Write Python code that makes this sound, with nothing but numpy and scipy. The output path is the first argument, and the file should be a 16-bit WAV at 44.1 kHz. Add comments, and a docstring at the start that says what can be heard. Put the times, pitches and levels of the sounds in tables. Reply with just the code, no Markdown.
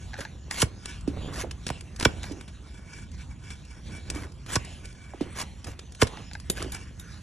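"""First come a low rumble, rustling work clothes and a blade that skims, clacks and knocks on a hoof.
The hoof rests on a wooden bench; the broad steel blade rasps through its horn, breaks out and chops.
Cuts, snaps and crumbs are bursts of tiny random fractures, most of them coloured by the blade's ringing.
Knocks, clacks and chops are short pushes into damped resonances, smeared so the low tones arrive late.
Cloth, dragging hoof and rumble are shaped noise; left-right phase offsets give the whole its width."""
import sys
import numpy as np
from scipy import signal
from scipy.fft import rfft, irfft, next_fast_len
from scipy.io import wavfile
from scipy.ndimage import uniform_filter1d, map_coordinates

SR = 44100
rng = np.random.default_rng(int(sys.argv[2]) if len(sys.argv) > 2 else 0)


def wrap_up_sound(samples):
    """Save the sound to the file named by the first command line argument, as 16-bit audio."""
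    columns = np.atleast_2d(samples).T
    # keep every value between -1 and 1, then stretch to whole-number steps
    tamed = np.clip(columns, -1, 1)
    steps = np.round(tamed * 32767).astype(np.int16)
    wavfile.write(sys.argv[1], SR, steps)


N = 318402  # length in samples
# Levels in the tables are relative: each function adds its own fixed trim.


def amp(db):
    """Turn decibels into a plain multiplier."""
    return 10 ** (np.asarray(db) / 20)


def unit(x):
    """Scale a sound to an rms of 1."""
    return x / np.sqrt(np.mean(x ** 2) + 1e-20)


def hit_level(x):
    """Scale a hit to the energy of 5 ms at rms 1."""
    return x / np.sqrt(np.sum(x ** 2) / (0.005 * SR) + 1e-20)


def along(points, hz):
    """Read a curve of (frequency, value) points on a log frequency axis."""
    point_hz, value = np.transpose(points)
    return np.interp(np.log(hz + 1), np.log(point_hz + 1), value)


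def wobble(rate):
    """A smooth random curve with rate random points a second."""
    points = rng.standard_normal(int(N * rate / SR) + 4)
    return map_coordinates(points, [np.arange(N) * rate / SR])


def filtered(x, response):
    """Multiply the spectrum of x by a complex response of frequency."""
    n = x.shape[-1]
    padded = next_fast_len(n + SR // 4)
    spectrum = rfft(x, padded) * response(np.fft.rfftfreq(padded, 1 / SR))
    return irfft(spectrum, padded)[..., :n]


def coloured(x, spectrum):
    """Shape x with a (frequency, dB) curve."""
    return filtered(x, lambda f: amp(along(spectrum, f)))


def modes(table, f):
    """Response of resonances (pitch_hz, width_hz, level_db), each of which rings after a push."""
    return sum(amp(db) * 1j * f * width / (hz * hz - f * f + 1j * f * width) for hz, width, db in table)


def gliding(x, hz, width_hz):
    """Pass x through a resonance whose pitch moves along hz, at rms 1."""
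    turn = np.exp(2j * np.pi * np.cumsum(hz) / SR)
    pole = np.exp(-2 * np.pi * width_hz / SR)
    # shift the moving pitch down to zero, smooth twice, shift back up
    smooth = signal.lfilter([1], np.poly([pole, pole]), x * turn.conj())
    return unit(np.real(turn * smooth))


def bent(x, lag):
    """Bending waves are slower when lower: 100 Hz comes 0.9 lag seconds late, 10 kHz on time."""
    return filtered(x, lambda f: np.exp(-2j * np.pi * lag * (20 * np.sqrt(f) - f / 10)))


def blow(table, pitch=1, rough=0, length=0.01):
    """A sharp push and a random judder that fades over length seconds, into a set of resonances."""
    t = np.arange(SR // 4) / SR
    judder = rng.standard_normal(len(t)) * np.exp(-t / length)
    push = signal.unit_impulse(len(t)) + rough * judder / np.linalg.norm(judder)
    low_hz = table[0][0] / 2  # the sound thins out below this
    return hit_level(filtered(push, lambda f: modes(table, f / pitch) * 1j * f / (low_hz + 1j * f)))


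def grit(n, rate, spread_db):
    """Tiny fractures of uneven size at random moments, rate a second, at rms 1."""
    chance, size, sign = rng.random(n), rng.standard_normal(n), rng.standard_normal(n)
    return unit((chance < rate / SR) * np.sign(sign) * amp(spread_db * np.clip(size, -2, 2)))


def patchy(x, depth_db, size=14):
    """Let the colour of x drift in patches a few hundred Hz wide, at rms 1."""
    z = signal.stft(x, nperseg=512)[2]
    field = uniform_filter1d(rng.standard_normal(z.shape), size=size // 2, axis=0)
    field = uniform_filter1d(field, size=size, axis=1)
    return unit(signal.istft(z * amp(depth_db * unit(field)), nperseg=512)[1][:N])


def add(track, s, x):
    """Mix x into the track at s seconds."""
    part = track[round(s * SR):][:len(x)]
    part += x[:len(part)]


def swell(s, half):
    """A smooth movement that grows and fades around s seconds."""
    return np.exp(-((np.arange(N) / SR - s) / half) ** 2)


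def swells(rows):
    """The summed loudness curve of rows that start with middle_s, half_length_s, level_db."""
    return sum(amp(db) * swell(s, half) for s, half, db, *_ in rows)


# what the blade rings with: pitch_hz, width_hz, level_db
BLADE_RINGS = [(956, 79, 1.5), (1088, 110, 0), (1504, 135, 5.5), (1698, 160, 1.5), (2230, 130, 0.5),
               (2296, 35, 8.5), (2690, 530, -2.5), (3070, 72, -0.5), (3390, 117, 4), (4794, 350, 1),
               (5484, 180, 2), (6080, 130, -9.5), (7300, 58, -9), (7530, 830, -2), (8270, 270, 3),
               (9910, 130, 3.5), (10490, 160, 4)]


def steel(x, ring_db):
    """The sound x shakes the blade, and the blade's ringing joins it."""
    return filtered(x, lambda f: 1 + amp(ring_db) * modes(BLADE_RINGS, f))


# colour of the snap, a fracture's body: frequency_hz, level_db
SNAP_COLOUR = [(200, 9.5), (800, -7.5), (1900, -2.5), (3800, -3), (6000, -17.5), (12000, -78)]
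# colour of the fizz, a fracture's treble: frequency_hz, level_db
FIZZ_COLOUR = [(1500, -67), (4000, -0.5), (6000, 1), (9500, 2), (12000, -20), (15500, -50)]


def fracture(snap_db, fizz_db, t60):
    """A burst of tiny breaks that dies by 60 dB in t60 seconds and rings the blade."""
    t = np.arange(SR // 4) / SR
    fade = amp(-60 * t / max(t60, 0.004)) * (1 - np.exp(-t / 0.00056))
    snap = coloured(grit(len(t), 7000, 4.6) * fade, SNAP_COLOUR)
    fizz = coloured(grit(len(t), 7600, 2.6) * fade, FIZZ_COLOUR)
    snap = hit_level(steel(snap, ring_db=-14.0))
    fizz = hit_level(steel(fizz, ring_db=1.5))
    return amp(snap_db - 8.5) * snap + amp(fizz_db - 4.5) * fizz


# the worker leans on the hoof, which loads the bench: middle_s, half_length_s, level_db
LEANS = [(0.47, 0.019, -52), (1.3, 0.17, -39.5), (2.19, 0.26, -51), (3.935, 0.048, -46.5),
         (4.18, 0.097, -42.5), (5.69, 0.036, -43.5), (6.62, 0.06, -46)]
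# colour of the low background: frequency_hz, level_db
RUMBLE_COLOUR = [(20, -39), (35, -14.5), (52, 4.5), (80, 3), (120, -4), (200, -9.5), (320, -21.5),
                 (700, -98)]
# steady level, its slow drift, and the bench's share when leant on
RUMBLE_DB, RUMBLE_DRIFT_DB, LEAN_RUMBLE_DB = -43.5, 2, -0.5


def rumble():
    """Low noise, nearly alike in both channels, to which the loaded bench adds."""
    level = amp(RUMBLE_DB + RUMBLE_DRIFT_DB * wobble(3.04)) + amp(LEAN_RUMBLE_DB) * swells(LEANS)
    shared = rng.standard_normal(N)
    separate = rng.standard_normal((2, N))
    noise = shared + amp(-12.0) * separate
    return level * amp(wobble(10)) * unit(coloured(noise, RUMBLE_COLOUR))


# how long the surroundings answer: frequency_hz, time_to_fall_60_db_s
YARD_FADE = [(100, 0.2), (1500, 0.24), (6000, 0.14), (14000, 0.13)]


def yard(x):
    """A diffuse answer from the surroundings: fading noise, different in each channel."""
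    hz, t, z = signal.stft(rng.standard_normal((2, SR // 2)), SR, nperseg=256)
    fade = amp(-60 * t / along(YARD_FADE, hz)[:, None])
    tail = signal.istft(z * fade, SR, nperseg=256)[1]
    return signal.fftconvolve(x[None], tail / np.linalg.norm(tail[0]), axes=1)[:, :N]


# the arm swings and its sleeve swishes:
# middle_s, half_length_s, level_db, swish_pitch_hz, glide_octaves_per_s
SWINGS = [(0.18, 0.15, -58.5, 3800, 0.5), (0.924, 0.088, -54.5, 2870, -1.5), (1.255, 0.075, -52, 2970, 0),
          (1.718, 0.1, -54.5, 3230, -1), (2.195, 0.16, -55, 3420, 5), (3.146, 0.012, -58.5, 6250, -6),
          (3.207, 0.04, -58.5, 3770, -4), (3.88, 0.023, -56.5, 3920, -7), (4.007, 0.13, -63, 3700, 5),
          (4.67, 0.12, -52, 2970, 0), (5.36, 0.15, -56, 2520, 1), (6.15, 0.13, -53.5, 3240, -1),
          (6.668, 0.17, -57.5, 2930, -0.5), (7.113, 0.11, -57, 1500, -0.5)]
# colour of rubbing cloth: frequency_hz, level_db
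CLOTH_COLOUR = [(300, -1), (1000, -1.5), (1800, 1.5), (3200, -2), (4500, -3.5), (8000, -3.5), (10000, -7),
                (11300, -22), (12300, -46), (15000, -51.5)]
CLOTH_REST_DB = -62  # the clothes never quite stop moving
# the weave's note: level, width as a share of its pitch, unsteadiness in octaves
SWISH_DB, SWISH_WIDTH, SWISH_WAVER_OCT = -6, 0.21, 0.097


def sleeves():
    """Cloth rubs all the time; in a swing the ribs of its weave add a swish that may glide in pitch."""
    t, rubbing = np.arange(N) / SR, grit(N, 9000, 2.6)
    cloth = patchy(coloured(rubbing, CLOTH_COLOUR), depth_db=4.0) * amp(0.74 * wobble(25))
    out = (amp(CLOTH_REST_DB) + amp(-3.5) * swells(SWINGS)) * cloth
    waver = SWISH_WAVER_OCT * wobble(14)
    for s, half, db, hz, glide in SWINGS:
        pitch = hz * 2 ** (glide * np.clip(t - s, -2 * half, 2 * half) + waver)
        swish = gliding(rubbing, pitch, SWISH_WIDTH * hz)
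        out = out + amp(db + SWISH_DB) * swell(s, half) * swish
    return amp(3.5) * out


# colour of the hoof dragging on wood: frequency_hz, level_db
DRAG_COLOUR = [(100, 4), (270, 5), (450, -1), (700, -7.5), (1500, -14), (4000, -47)]
DRAG_REST_DB = -55.5  # the hoof creeps even when only held
# after each blow the hoof rocks: level relative to that blow's table level, rise and settling times
ROCK_DB, ROCK_RISE_S, ROCK_SETTLE_S = -27.5, 0.029, 0.091


def hoof():
    """The hoof drags grainily on the bench when leant on, and rocks to rest after every chop and knock."""
    t = np.arange(N) / SR
    motion = amp(DRAG_REST_DB) + swells(LEANS)
    for s, db, *_ in CHOPS + KNOCKS:
        since = np.maximum(t - s, 0)
        rocking = (1 - np.exp(-since / ROCK_RISE_S)) * np.exp(-since / ROCK_SETTLE_S)
        motion = motion + amp(db + ROCK_DB) * rocking
    grains = unit(coloured(grit(N, 700, 2.36), DRAG_COLOUR))
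    return amp(-3.5) * motion * grains * amp(2.5 * wobble(70))


# loose crumbs of horn tick against the steel: time_s, level_db
CRUMBS = [(1.0096, -44), (1.0854, -48), (1.961, -35.5), (2.3191, -36.5), (3.1155, -44.5), (3.6501, -46.5),
          (4.1485, -36), (4.32, -46), (4.6473, -35.5), (4.8546, -36), (4.9262, -46), (5.9214, -40.5),
          (5.948, -39), (6.333, -35), (6.3995, -38)]
# a tick's body and treble relative to its level, and its 60 dB fade
CRUMB_SNAP_DB, CRUMB_FIZZ_DB, CRUMB_T60_S = -2.5, -1, 0.028


def crumbs():
    """Loose crumbs of horn tick against the blade, each a small burst of fractures."""
    out = np.zeros(N)
    for s, db in CRUMBS:
        add(out, s, fracture(db + CRUMB_SNAP_DB, db + CRUMB_FIZZ_DB, CRUMB_T60_S))
    return out


# the edge skims lightly over the sole: middle_s, half_length_s, level_db
SKIMS = [(0.016, 0.044, -51), (0.891, 0.062, -45.5), (2.312, 0.14, -53), (2.79, 0.13, -56.5),
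         (2.965, 0.072, -47), (3.205, .035, -52.5), (3.315, 0.024, -52), (3.506, 0.076, -46),
         (3.738, 0.053, -49), (3.96, 0.043, -44), (4.163, 0.093, -47.5), (4.894, 0.084, -51),
         (5.083, 0.084, -53.5), (6.778, 0.11, -50)]
# colour of the light scrape: frequency_hz, level_db
SKIM_COLOUR = [(300, 17), (900, -5), (2000, 0.5), (4200, -7), (6500, 2), (9500, -8.5), (11000, -12.5),
               (12500, -46), (15500, -37)]


def skims():
    """Barely pressed, the blade is less damped, so its resonances stand out of the scrape."""
    scrape = coloured(grit(N, 6000, 6.0) * amp(3.1 * wobble(59)), SKIM_COLOUR)
    ringing = steel(steel(scrape, ring_db=0.5), ring_db=2.0)  # twice, so the rings stand out
    return swells(SKIMS) * patchy(ringing, depth_db=2.0)


# the lifted blade is tapped: time_s, click_db, ring_db
TAPS = [(0.857, -29, -60), (4.1006, -23, -57), (6.499, -17.5, -22.5), (6.7204, -35, -33),
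        (6.997, -40.5, -39)]
# high tones of the blade once it is off the horn: pitch_hz, level_db
FREE_BLADE = [(3709, -6), (7090, -4), (8950, 0.5), (9868, -2), (11450, -7.5)]
FREE_WIDTH_HZ = 72
TAP_FIZZ_DB, TAP_T60_S = 0.5, 0.023  # the click's treble relative to its body, and its 60 dB fade


def taps():
    """A gritty click; off the hoof the blade also rings freely in its high tones."""
    out = np.zeros(N)
    free_rings = [(hz, FREE_WIDTH_HZ, db) for hz, db in FREE_BLADE]
    for s, click_db, ring_db in TAPS:
        ring = blow(free_rings, rough=1.0, length=0.012)
        ring = filtered(ring, lambda f: 1 / (1 + (f / 13000) ** 12))
        click = fracture(click_db, click_db + TAP_FIZZ_DB, TAP_T60_S)
        add(out, s, amp(ring_db) * ring + click)
    return out


# the pressed blade slips: time_s, level_db, pitch_ratio (1 is the usual pitch)
SLIPS = [(0.133, -30, 0.94), (0.141, -25.5, 0.98), (0.154, -34, 0.83), (0.165, -35, 0.97), (0.19, -31, 1),
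         (0.213, -27, 0.96), (0.251, -24.5, 1), (0.511, -19, 1.02), (1.702, -40, 1.03),
         (2.009, -21.5, 1.14), (2.026, -32, 1.4), (2.24, -27, 0.95), (4.16, -31, 1.23),
         (4.235, -32.5, 1.17), (6.172, -31, 0.98), (6.313, -33.5, 0.94), (6.352, -24.5, 0.96),
         (6.604, -30, 1.2), (6.619, -24.5, 0.73), (6.645, -33.5, .9), (6.726, -36, 0.91),
         (6.749, -33, 0.84)]
# resonances of the hollow clack at its usual pitch: pitch_hz, width_hz, level_db
CLACK_RINGS = [(884, 84, 8), (1726, 260, 9.5), (3950, 360, -4.5)]


def slips():
    """The edge sticks and slips, each hollow clack at its own pitch."""
    out = np.zeros(N)
    for s, db, pitch in SLIPS:
        clack = blow(CLACK_RINGS, pitch=pitch, rough=0.95, length=0.0039)
        add(out, s, amp(db - 9.0) * bent(clack, lag=0.0053))
    return filtered(out, lambda f: 1 / (1 + (f / 9000) ** 6))


# horn fibres snap: time_s, snap_db, fizz_db, time_to_fall_60_db_s
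SNAPS = [(0.2064, -25.5, -32, .03), (0.5101, -24.5, -26.5, 0.016), (0.602, -30, -24.5, 0.018),
         (0.6286, -22, -22, 0.0065), (1.51, -28.5, -31.5, 0.027), (1.666, -20, -25.5, 0.037),
         (1.681, -38, -31, 0.012), (1.689, -25, -32, .015), (1.8088, -35, -36, 0.017),
         (1.998, -23.5, -25, 0.015), (2.009, -24, -29, 0.03), (2.0264, -15, -26, 0.027),
         (2.2311, -29.5, -34, 0.015), (2.4102, -34.5, -39.5, 0.02), (2.478, -32.5, -43, 0.091),
         (3.5041, -31.5, -39, 0.021), (4.4618, -33, -39.5, 0.068), (4.556, -20.5, -17.5, 0.016),
         (4.569, -30, -44, 0.011), (5.415, -31, -27.5, 0.018), (5.436, -30.5, -50, .02),
         (5.643, -33, -34.5, 0.039), (5.7914, -32, -36.5, 0.025), (6.031, -25, -18, 0.0081),
         (6.0697, -25.5, -31.5, 0.054), (6.507, -27.5, -41, 0.018), (6.6251, -28, -27, 0.015),
         (6.746, -36, -30, 0.032)]
# grit crushed by each knock: levels relative to the knock's table level, and the 60 dB fade
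SCUFF_SNAP_DB, SCUFF_FIZZ_DB, SCUFF_T60_S = -12.5, -22.5, 0.12


def snaps():
    """Horn fibres snap under the edge, and every knock crushes a little grit."""
    out = np.zeros(N)
    for s, snap_db, fizz_db, t60 in SNAPS:
        add(out, s, fracture(snap_db, fizz_db, t60))
    for s, db, *_ in KNOCKS:
        add(out, s, fracture(db + SCUFF_SNAP_DB, db + SCUFF_FIZZ_DB, SCUFF_T60_S))
    return out


# the blade is set down on the hoof, bounces or catches in it:
# time_s, level_db, pitch_hz, judder (0 to 1)
KNOCKS = [(0.186, -31, 504, 0.8), (1.076, -15, 290, 0.3), (1.101, -29.5, 327, 0.8),
          (1.435, -28.5, 414, 0.74), (1.444, -29, 570, 0.4), (1.702, -25, 730, 0.13),
          (2.309, -24.5, 286, 0.9), (4.157, -26.5, 306, 0.4), (5.136, -35, 750, 0.4),
          (5.142, -34, 336, 0.3), (5.208, -25, 500, 0.5), (5.21, -16, 285, 0.1), (5.26, -36.5, 336, 0.6),
          (6.498, -24, 387, 0.4), (6.602, -32, 304, 0.7), (6.623, -30.5, 330, 1), (6.644, -33, 396, 0.5),
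          (6.659, -29.5, 332, 0.7), (6.681, -41.5, 604, .6)]


def knocks():
    """The hoof answers a soft push with one heavily damped, falling note, and the blade judders on it."""
    out = np.zeros(N)
    for s, db, hz, judder in KNOCKS:
        note = blow([(hz, 0.36 * hz, 0)], rough=judder, length=0.017)
        note = filtered(note, lambda f: modes([(hz, 1.22 * hz, 0)], f))
        soft = filtered(note, lambda f: 1 / (1 + 1j * f / (0.5 * hz)))
        # the small hoof radiates little below its note
        soft = filtered(soft, lambda f: f ** 4 / (f ** 4 + (0.51 * hz) ** 4))
        add(out, s - 0.002, amp(db - 3.5) * hit_level(bent(soft, lag=0.01105)))
    return out


BITE_S, RELEASE_S = 0.022, 0.039  # the edge enters and leaves the horn


def stroke(start, end, level_db):
    """The push of one stroke: the edge bites, follows its level, and leaves."""
    t, lead = np.arange(N) / SR, 0.005
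    bite = np.clip((t - start + lead) / BITE_S, 0, 1)
    release = np.clip(1 - (t - end + lead) / RELEASE_S, 0, 1)
    return amp(level_db) * bite * release


# deep slices, in which the push builds until the horn gives:
# start_s, end_s, final_level_db, build_db, slice_pitch_hz
SLICES = [(0.5, 0.622, -31.5, 7.5, 2100), (1.319, 1.411, -34, 7.5, 1810), (1.662, 1.68, -45, 3, 2400),
          (1.987, 2.055, -39, 1.5, 1830), (4.474, 4.544, -32.5, 10, 1810), (5.345, 5.41, -32.5, 10.5, 1970),
          (5.993, 6.026, -35.5, 6, 2100)]
# shallow scrapes, which bite at once and ease off: start_s, end_s, first_level_db, pitch_hz
SCRAPES = [(0.173, 0.24, -42, 1710), (2.221, 2.278, -42.5, 1700), (4.135, 4.247, -42, 1530),
           (5.656, 5.72, -43, 1920), (6.551, 6.637, -40, 2870), (6.722, 6.766, -40.5, 1630)]
# colour of horn being cut: frequency_hz, level_db
RASP_COLOUR = [(150, 2.5), (600, -2), (2000, -2.5), (4000, -5.5), (7000, -3), (10000, -3), (12500, -20.5),
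               (15500, -37)]
BUILD_S, EASE_DB_PER_S = 0.052, 47
COARSE_DB = -4  # single thick fibres crack among the fine fractures
# ring of the lifting slice: level, width as a share of its pitch, rise as the edge advances
CURL_DB, CURL_WIDTH, CURL_RISE_OCT_PER_S = -15, 0.35, 3.8


def slices():
    """The edge rasps through horn: dense fractures ring the curling slice and brighten with the push."""
    t, push, curl = np.arange(N) / SR, np.zeros(N), np.zeros(N)
    fine, coarse = grit(N, 5000, 4.0), grit(N, 300, 3)
    fractures = unit(fine * amp(1.65 * wobble(220)) + amp(COARSE_DB) * coarse)
    strokes = []
    for start, end, db, build_db, hz in SLICES:
        still_to_build = np.clip((end - t) / BUILD_S, 0, 1)
        strokes.append((start, end, db - build_db * still_to_build, hz))
    for start, end, db, hz in SCRAPES:
        strokes.append((start, end, db - EASE_DB_PER_S * np.maximum(t - start, 0), hz))
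    for start, end, level_db, hz in strokes:
        force = stroke(start, end, level_db)
        pitch = hz * 2 ** (CURL_RISE_OCT_PER_S * (np.clip(t, start, end) - (start + end) / 2))
        push += force
        curl += force * gliding(fractures, pitch, CURL_WIDTH * hz)
    rasp = patchy(steel(coloured(fractures, RASP_COLOUR), ring_db=-13), depth_db=3.5, size=6)
    dull = filtered(rasp, lambda f: 1 / (1 + (f / 3500) ** 2))
    brightness = (push / amp(-38.5)) ** 0.78  # a harder push lets more treble through
    return amp(1.5) * push * (dull + brightness * (rasp - dull)) + amp(CURL_DB) * curl


# the blade breaks through the horn and jars the bench:
# time_s, crack_db, knock_db, thud_db, crack_length_s, bass_lag_s, crack_tilt_db_per_octave,
# slice_pitch_hz, travel_to_bench_s
CHOPS = [(0.6183, -17, -24, -16.5, 0.007, .015, 3, 1150, 0.0052),
         (1.701, -36, -32, -26.5, 0.005, 0.0091, 3.5, 700, .001),
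         (2.0503, -13.5, -13.5, -16, 0.0066, .015, -2, 1770, 0.0029),
         (4.557, -23, -31, -19.5, 0.0083, .014, 0, 1120, 0.00222),
         (6.0163, -16.5, -12, -13.5, 0.011, 0.01058, 0, 980, .0055)]
# colour of the tearing horn before its tilt: frequency_hz, level_db
CRACK_COLOUR = [(50, -43), (300, 0), (700, -17), (1120, 8), (1700, -4), (4000, -2), (6500, -1), (9700, -6),
                (12000, -17.5), (15500, -23)]
# the bench's low tones: pitch_hz, width_hz, level_db
THUD_RINGS = [(80, 23, 3.5), (113.5, 37.5, 5.5)]
# the bench's upper tones: pitch_hz, width_hz, level_db
PLANK_RINGS = [(237, 75, 7), (313, 49, -8), (428, 49, 5.5), (900, 180, -8.5), (1500, 160, -6.5),
               (1750, 130, -3.5), (2070, 110, -5)]
SLICE_RING_DB = -4  # the freed slice colours its own crack


def chops():
    """The last horn tears in a short crack, then the blade lands and drives a bending wave into the bench."""
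    out, t, lead = np.zeros(N), np.arange(SR // 4) / SR, 0.004
    for s, crack_db, knock_db, thud_db, length, lag, tilt_db, hz, travel in CHOPS:
        # the tear gathers over a few milliseconds, then lets go
        after = np.maximum(t - lead, 0)
        letting_go = np.exp(-(after / length) ** 2) + amp(-14 - 60 * after / 0.06)
        tear = grit(len(t), 9000, 0.84) * np.minimum(t / lead, 1) ** 4 * letting_go
        tear = filtered(tear, lambda f: amp(along(CRACK_COLOUR, f) + tilt_db * np.log2(1 + f / 1000)))
        # the slice radiates little below its own pitch, and rings at it
        slice_ring = [(hz, 0.41 * hz, SLICE_RING_DB)]
        tear = filtered(tear, lambda f: f ** 2 / (f ** 2 + (0.73 * hz) ** 2) + modes(slice_ring, f))
        crack = hit_level(steel(tear, ring_db=10.0))
        add(out, s - lead, amp(crack_db + 2.0) * bent(crack, lag))
        # one clean shove rings the bench
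        plank = blow(PLANK_RINGS, rough=0.2, length=0.008)
        thud = blow(THUD_RINGS, rough=0.1, length=0.01)
        knock = amp(knock_db) * filtered(plank, lambda f: 1 / (1 + (f / 2600) ** 4))
        add(out, s + travel, bent(knock + amp(thud_db + 2.5) * thud, lag))
    return out


def scene():
    """All the work sounds together, over the rumble and the answer of the surroundings."""
    background = sleeves() + hoof() + crumbs()
    cutting = skims() + taps() + slips() + snaps() + slices()
    work = background + cutting + knocks() + chops()
    return work + rumble() + amp(-16.0) * yard(work)


# left-right phase offset, which gives the sound its stereo width: frequency_hz, offset_radians
PHASE_OFFSET = [(100, 0), (1400, 0), (2400, .45), (4000, .7), (4550, 1.5), (4900, 3.2), (5350, 5.8),
                (6600, 6.7), (7200, 7.8), (8550, 9.25), (9400, 9.55), (10000, 10.1), (11000, 11),
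                (11600, 12.3), (13500, 12.7), (15000, 15.6)]
# left level minus right level: frequency_hz, difference_db
LEVEL_OFFSET = [(60, -1), (200, -3.5), (380, -5.5), (600, -7.5), (1000, -5.5), (1600, 0)]
TOP_HZ = 15800  # nothing above this passes


def record(dry):
    """Left-right phase and level offsets by frequency give stereo width; the highest treble is cut."""
    sides = np.array([[0.5], [-0.5]])  # half of each offset goes to either side

    def widen(f):
        level = amp(sides * along(LEVEL_OFFSET, f))
        return level * np.exp(1j * sides * along(PHASE_OFFSET, f))

    wide = filtered(dry, widen)
    return filtered(wide, lambda f: f < TOP_HZ)


dry = scene()
out = record(dry)
wrap_up_sound(out)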